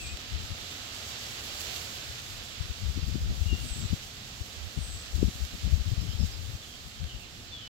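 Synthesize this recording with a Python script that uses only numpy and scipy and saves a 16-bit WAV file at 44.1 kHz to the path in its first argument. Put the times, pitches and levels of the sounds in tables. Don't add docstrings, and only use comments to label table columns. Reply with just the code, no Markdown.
import sys
import numpy as np
from scipy import signal
from scipy.fft import rfft, irfft, next_fast_len
from scipy.io import wavfile
from scipy.ndimage import uniform_filter1d

SR = 44100
rng = np.random.default_rng(int(sys.argv[2]) if len(sys.argv) > 2 else 0)


def gain_from_decibels(decibels):
    exponent = np.asarray(decibels, float) / 20
    return 10 ** exponent


def bounce(signal):
    frames = np.transpose(np.atleast_2d(signal))
    limited = np.clip(frames, -1, 1)
    pcm = np.round(limited * 32767).astype(np.int16)
    wavfile.write(sys.argv[1], SR, pcm)


N = 340452
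T, SIZE = np.arange(N) / SR, next_fast_len(N)
HZ = np.arange(SIZE // 2 + 1) * SR / SIZE + 1
PORT_LAG = 10


def rms_one(x):
    return x / np.sqrt(np.mean(x ** 2))


def spectrum(table):
    hz, value = np.transpose(table)
    return np.interp(np.log(HZ), np.log(hz), value)


def band(x, lo_hz, hi_hz, order=2):
    return signal.sosfilt(signal.butter(order, [lo_hz, hi_hz], "band", fs=SR, output="sos"), x)


def walk(rate_hz):
    hold = max(int(SR / rate_hz), 2)
    held = rng.standard_normal(512)[np.arange(N) // hold % 512]
    return 1.2 * uniform_filter1d(uniform_filter1d(held, hold), hold)


# frequency in Hz, share of the sound common to both (0-1).
COMMON = [(60, 1), (200, 0.9), (400, 1), (700, 0.56), (1000, 0.39), (1900, 0.07), (2600, 0.37),
          (6000, 0.07), (15000, 0.01)]


def two_ports(sources):
    common, left, right = rfft(sources)
    share = np.clip(spectrum(COMMON), 0, 1)
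    late = np.exp(-2j * np.pi * HZ * PORT_LAG / SR)
    shared = np.array([common, late * common])
    private = np.array([left, right])
    return np.sqrt(share) * shared + np.sqrt(1 - share) * private


def wavering(spectra, centres_hz, shared_db, own_db, own_rate_hz):
    out = 0
    for k in range(len(centres_hz)):
        this_band = np.arange(len(centres_hz)) == k
        weight = np.interp(np.log(HZ), np.log(centres_hz), this_band)
        level_db = shared_db[k] + own_db * walk(own_rate_hz)
        out = out + gain_from_decibels(level_db) * irfft(spectra * weight, SIZE)[:, :N]
    return out


def draught():
    creep = rms_one(band(rng.standard_normal((2, N)), 27, 77))
    return creep * gain_from_decibels(-55.5 + 3.0 * np.array([walk(6), walk(25.0)]))


# frequency in Hz, level in dB per Hz.
RUMBLE = [(15, -65), (25, -26), (50, -2), (70, 4), (124, 2), (149, -6.5), (233, -5), (335, -10.5),
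          (415, -10.5), (649, -11), (717, -9), (998, -21.5), (1300, -13.5), (1690, -46), (2860, -120)]


def rumble():
    far_db, follow = -62, 0.81
    spectra = two_ports(rng.standard_normal((3, SIZE))) * gain_from_decibels(spectrum(RUMBLE))
    centres_hz = 30 * 2.0 ** np.arange(7)
    breeze_db = np.interp(T, *np.transpose(BREEZE)[:2])
    level_db = far_db + follow * (breeze_db - breeze_db.mean())
    mean_db = level_db.mean()
    depth = np.clip((centres_hz / 400) ** 2, 0.05, 1)
    levels_db = [13.0 + mean_db + d * (level_db - mean_db) for d in depth]
    return wavering(spectra / np.std(irfft(spectra, SIZE)), centres_hz, levels_db, 0.9, 6)


# start in seconds, length in seconds, first pitch in Hz, last pitch in Hz, level in dB.
WHISTLER = [(0, 0.036, 2680, 2600, -42), (.033, 0.05, 2500, 2380, -43), (.075, .06, 2450, 2540, -44),
            (3.455, .04, 2760, 2880, -45), (3.478, 0.085, 2880, 2788, -37), (3.54, 0.09, 2793, 2815, -46),
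            (7.6, 0.12, 3090, 2960, -43.5), (7.515, 0.13, 2900, 2930, -54), (7.075, .1, 3080, 2860, -49)]
# start and length in seconds, first and last pitch in Hz, level in dB.
PIPER = [(2.99, 0.075, 4865, 4890, -48), (3.05, .075, 4890, 4900, -49), (3.11, .09, 4900, 4900, -49),
         (3.17, .2, 4900, 4895, -54), (6.64, 0.026, 3090, 3100, -51), (6.655, 0.06, 3360, 3150, -52),
         (6.68, .14, 4880, 4890, -59)]
# start and length in seconds, first and last pitch in Hz, level in dB.
BUZZER = [
    (0, .145, 8200, 7600, -45),
    (3.6, .31, 8850, 7500, -43),
    (4.765, .31, 8800, 7780, -44.5),
]
# start and length in seconds, first and last pitch in Hz, level in dB.
TWITTERER = [(6.005, 0.032, 5390, 4900, -49), (6.09, .06, 5220, 5100, -51.5),
             (6.195, 0.057, 5200, 5050, -46), (6.3, 0.075, 5130, 5140, -50),
             (6.07, 0.084, 3200, 3054, -49.5), (6.71, 0.055, 3350, 3180, -54),
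             (6.95, 0.12, 3200, 2950, -61), (7.06, 0.101, 3290, 3110, -53.5),
             (7.07, 0.107, 3050, 2875, -53.5), (7.19, 0.076, 2720, 2680, -53.5),
             (7.56, 0.134, 3350, 3160, -54)]
# start and length in seconds, first and last pitch in Hz, level in dB.
SLURRER = [
    (7.518, 0.075, 3560, 3170, -40.5),
    (6.62, 0.035, 3500, 3370, -48),
]
# calls, distance loss in dB, left minus right in dB, throat flutter in Hz,
# pitch swing in Hz, hoarseness in Hz, haste of the glide (1 even, more = falls early and levels out).
VOICES = [
    (WHISTLER, -5.5, 11, 82, 4, 8, 1.6),
    (SLURRER, -5.5, 11, 82, 4, 6, .6),
    (PIPER, -6.5, -12, 54, 3, 3.6, 1.1),
    (BUZZER, -5, 0, 310, 370, 75, 2.0),
    (TWITTERER, -2.5, -12, 75, 160, 90, 1.1),
]


def calls(table, loss_db, pan_db, flutter_hz, swing_hz, hoarse_hz, haste):
    out = np.zeros(N)
    throat_hz = flutter_hz * (1 + 0.0269 * walk(40))
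    swing = swing_hz * np.sin(2 * np.pi * np.cumsum(throat_hz) / SR)
    swing += hoarse_hz * walk(60)
    for start, length, first_hz, last_hz, db in table:
        i = int(start * SR)
        u = np.arange(int(length * SR)) / (length * SR)
        hz = last_hz + (first_hz - last_hz) * (1 - u) ** haste + swing[i:i + len(u)]
        breath = np.sin(np.pi * u ** 0.75) ** 0.65
        out[i:i + len(u)] += gain_from_decibels(db) * breath * np.sin(2 * np.pi * np.cumsum(hz) / SR)
    out *= np.sqrt(2) * gain_from_decibels(loss_db + 1.8 * walk(62))
    left, right = out * gain_from_decibels(pan_db / 2), np.roll(out, PORT_LAG + 2) * gain_from_decibels(-pan_db / 2)
    return np.array([left, right])


def birds():
    trees_t60_s, trees_db = 0.3, -1.5
    direct = sum(calls(*voice) for voice in VOICES)
    tail = rng.standard_normal((2, SR // 2)) * gain_from_decibels(-60 * T[:SR // 2] / trees_t60_s)
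    tail = gain_from_decibels(trees_db) * tail / np.sqrt(np.sum(tail ** 2, axis=1, keepdims=True))
    return direct + signal.fftconvolve(direct.mean(0, keepdims=True), tail, axes=1)[:, :N]


# time in seconds, peak in dB, pitch in Hz, sign of the push.
SLAPS = [
    (2.976, -19, 200, -1),
    (3.157, -17, 200, 1),
    (3.53, -17, 220, -1),
    (3.932, -18, 170, 1),
    (5.2297, -7, 260, -1),
]


def slaps():
    out = np.zeros(N)
    for s, db, hz, sign in SLAPS:
        u = (np.pi * hz * (T - s)) ** 2
        out += sign * gain_from_decibels(db) * (1 - 2 * u) * np.exp(-u)
    return out


# start in seconds, length in
# seconds, level in dB, sharpness in dB.
LEFT_PUFFS = [(0.003, 0.099, -38.5, -18.5), (0.121, 0.029, -30, -21.5), (0.321, 0.05, -25.5, -26.5),
              (0.378, 0.075, -33.5, -21), (0.497, 0.033, -31.5, -7), (2.084, 0.031, -38, -22),
              (2.27, 0.13, -45.5, -20.5), (2.601, 0.022, -25, -19), (2.634, 0.032, -36, -11),
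              (2.697, 0.023, -27.5, -14), (2.826, 0.083, -24.5, -23.5), (2.951, 0.049, -26.5, -10),
              (3.024, 0.021, -20, -19.5), (3.068, 0.031, -24.5, -6.5), (3.11, 0.021, -28.5, -18.5),
              (3.139, 0.044, -29, -2.5), (3.205, 0.035, -25, -23), (3.245, 0.1, -26, -7),
              (3.368, 0.026, -26.5, -25.5), (3.406, 0.028, -19.5, -20.5), (3.455, 0.034, -23.5, -23.5),
              (3.509, 0.048, -23.5, -5), (3.58, 0.093, -33, -3.5), (3.705, 0.024, -31, -24.5),
              (3.764, 0.074, -34.5, -4.5), (3.826, 0.038, -26, -6), (3.893, 0.024, -23.5, -15),
              (3.922, 0.021, -22.5, -2),
              (4.407, 0.015, -27, -11), (4.769, 0.022, -26, -7), (4.795, 0.058, -31.5, -21),
               (4.883, 0.097, -35.5, -21), (5.137, 0.03, -23, -15), (5.174, 0.044, -25, -9),
               (5.222, 0.047, -21.5, -5), (5.269, 0.027, -26, 1), (5.343, 0.021, -38.5, -6),
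               (5.4, 0.055, -26, -16), (5.535, 0.024, -35, 0.5), (5.64, 0.058, -22.5, -15),
               (5.715, 0.05, -19.5, -18), (5.77, 0.049, -24, -15), (5.856, 0.038, -25, -12),
               (5.913, 0.025, -19.5, -9.5), (5.973, 0.027, -23, -17.5), (6.011, 0.064, -32.5, -7),
               (6.077, 0.04, -27.5, -20), (6.131, 0.03, -24, -20.5), (6.19, 0.062, -17.5, -11),
               (6.272, 0.034, -33, -19.5), (6.318, 0.17, -35.5, -20), (6.464, 0.047, -34, -23.5),
               (6.532, 0.024, -28.5, -26.5), (6.838, .06, -42.5, -17.5), (6.998, 0.07, -30, -29.5),
               (7.127, 0.043, -38, -20)]
# start and length in seconds, level and sharpness in dB.
RIGHT_PUFFS = [
    (3.198, 0.043, -31, -25),
    (3.279, 0.04, -30, -31),
    (4.563, 0.022, -37, -19.5),
    (4.603, 0.081, -34.5, -16),
]


def eddies(puffs):
    start, length, level_db, flutter_db = np.transpose(puffs)
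    hz = 73.85 * 2 ** (0.0042 * (flutter_db + 16))
    swirl_power, flutter_power = np.zeros(N), np.zeros(N)
    for mid, half, db, fine_db in zip(start + length / 2, length / 2, level_db, flutter_db):
        near = slice(max(int((mid - 3 * half) * SR), 0), int((mid + 3 * half) * SR))
        shape = np.exp(-1.5 * np.abs((T[near] - mid) / half) ** 3.5)
        shape += gain_from_decibels(-30.0) * np.exp(-((T[near] - mid + half) / half) ** 2)
        swirl_power[near] += shape * gain_from_decibels(2 * db)
        flutter_power[near] += shape * gain_from_decibels(2 * (db + fine_db))
    turning_hz = np.interp(T, start + length / 2, hz) * np.exp(0.24 * walk(55))
    turn = 2 * np.pi * np.cumsum(turning_hz) / SR
    crest = 0.25 * walk(25) * np.cos(2 * turn)
    swirl = np.sqrt(2) * (np.sin(turn) + crest) * gain_from_decibels(1.4 * walk(45))
    heave = gain_from_decibels(-5.5) * rms_one(band(rng.standard_normal(N), 28.5, 62))
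    flutter = rms_one(band(rng.standard_normal(N), 100, 208)) * gain_from_decibels(4.3 * walk(48) - 1.0)
    return np.sqrt(swirl_power) * (swirl + heave) + np.sqrt(flutter_power) * flutter


def wind():
    thumps = np.array([eddies(LEFT_PUFFS) + slaps(), eddies(RIGHT_PUFFS)])
    return signal.sosfilt(signal.butter(2, 33, "high", fs=SR, output="sos"), thumps)


# time in seconds, rustle level in dB, crispness as treble lift in dB.
BREEZE = [(0.2, -48.5, -2), (1.0, -46, -0.5), (1.74, -43.5, 1), (2.2, -47.5, -0.5), (2.77, -49.5, -1.5),
          (3.26, -50.5, 0), (3.85, -48, 0), (4.12, -50.5, -0.5), (5.1, -49.5, 0), (6.2, -50, -0.4),
          (6.45, -51, 0.7), (7.37, -54, -1), (7.6, -54, -3.5)]
# time in seconds, change in dB.
STIRS = [(0.072, 2.5), (0.207, 1), (0.374, -1), (0.968, -0.5), (1.31, -0.2), (1.423, -1.8), (1.609, 2.5),
         (1.763, 1.5), (2.192, 2), (2.85, 0.5), (3.7, 0.5), (4.034, 1.5), (5.16, 1.7), (5.414, -0.5),
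         (5.682, -0.5), (5.792, -1.5), (6.265, 2), (6.954, 1.3)]
# frequency in Hz, level in dB per Hz.
LEFT_PORT = [(700, -4.5), (1000, -8), (1400, -6.5), (2100, -7.5), (2700, -6), (3500, -8), (4700, -9.5),
             (5700, -8), (7300, -9.5), (8200, -10), (9000, -21), (10000, -27), (11800, -22.5),
             (15500, -32.5)]
# frequency in Hz, level in dB per Hz.
RIGHT_PORT = [(700, -6), (1000, -5.5), (1400, -3.5), (2100, -4), (2700, 0.5), (3500, 2), (4700, -0.07),
              (5700, -4.5), (7300, -4.5), (8200, -13), (9000, -23), (10000, -16.5), (11800, -13),
              (15500, -16.5)]


def leaves():
    stir_s, restless_db = 0.022, 0.23
    s, level_db, crisp_db = np.transpose(BREEZE)
    level, crisp = np.interp(T, s, level_db), np.interp(T, s, crisp_db)
    contacts = rng.standard_normal((3, SIZE)) * gain_from_decibels(2.0 * rng.exponential(size=(3, SIZE)))
    low_cut = HZ ** 4 / (HZ ** 4 + 873.0 ** 4)
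    colour = gain_from_decibels([spectrum(LEFT_PORT), spectrum(RIGHT_PORT)]) * low_cut
    shiver = 0.24 * walk(30) + restless_db * walk(12)
    for mid, db in STIRS:
        near = slice(max(int((mid - stir_s) * SR), 0), int((mid + stir_s) * SR))
        shiver[near] += 1.3 * db * np.cos(np.pi / 2 * (T[near] - mid) / stir_s) ** 2
    glint = 1.3 * walk(30)
    centres_hz = 700 * 2 ** (np.arange(10) / 2)
    shared_db = []
    for hz in centres_hz:
        treble = np.clip(np.log2(hz / 5000), -0.4, 1) * (crisp + glint)
        shared_db.append(level + treble + (hz / 5000) ** 0.42 * shiver)
    spectra = two_ports(contacts) * colour
    main_band = band(irfft(spectra.mean(0), SIZE), 3700, 7000, order=4)
    scale = np.sqrt(np.mean(main_band ** 2))
    pan_db = 1.1 * walk(2.564)
    rustle = wavering(spectra / scale, centres_hz, shared_db, 0.32, 11)
    return rustle * gain_from_decibels(np.array([pan_db, -pan_db]) / 2)


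def scene():
    return leaves() + rumble() + birds() + wind() + draught()


# low edge in Hz, high edge in Hz.
DUCKING = [
    (7500, 8400),
    (5800, 6700),
    (8850, 9800),
]


def duck_weak_band(x):
    excess_db = 4
    spectra = rfft(x, SIZE)
    tone, beside, weak = (irfft(spectra * ((HZ > lo) & (HZ < hi)), SIZE)[:, :N] for lo, hi in DUCKING)
    tone_power = uniform_filter1d(np.sum(tone ** 2, axis=0), size=2048)
    beside_power = uniform_filter1d(np.sum(beside ** 2, axis=0), size=16384)
    is_ducked = tone_power > gain_from_decibels(2 * excess_db) * beside_power
    return x - uniform_filter1d(1.0 * is_ducked, size=512) * weak


def band_limit(x):
    return signal.sosfilt(signal.butter(12, 15790, fs=SR, output="sos"), x)


def record(dry):
    stop_s, fade_s, remnant_s = 7.677, 0.0005, 0.0027
    after = np.clip(T - stop_s, 0, None)
    stop = 0.89 * np.exp(-after / fade_s) + 0.077 * np.exp(-(after / remnant_s) ** 2)
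    top_cut = signal.ellip(10, 0.2, 70, 15800, fs=SR, output="sos")
    mix = signal.sosfilt(top_cut, duck_weak_band(dry) * stop)
    return band_limit(mix)


dry = scene()
out = record(dry)
bounce(out)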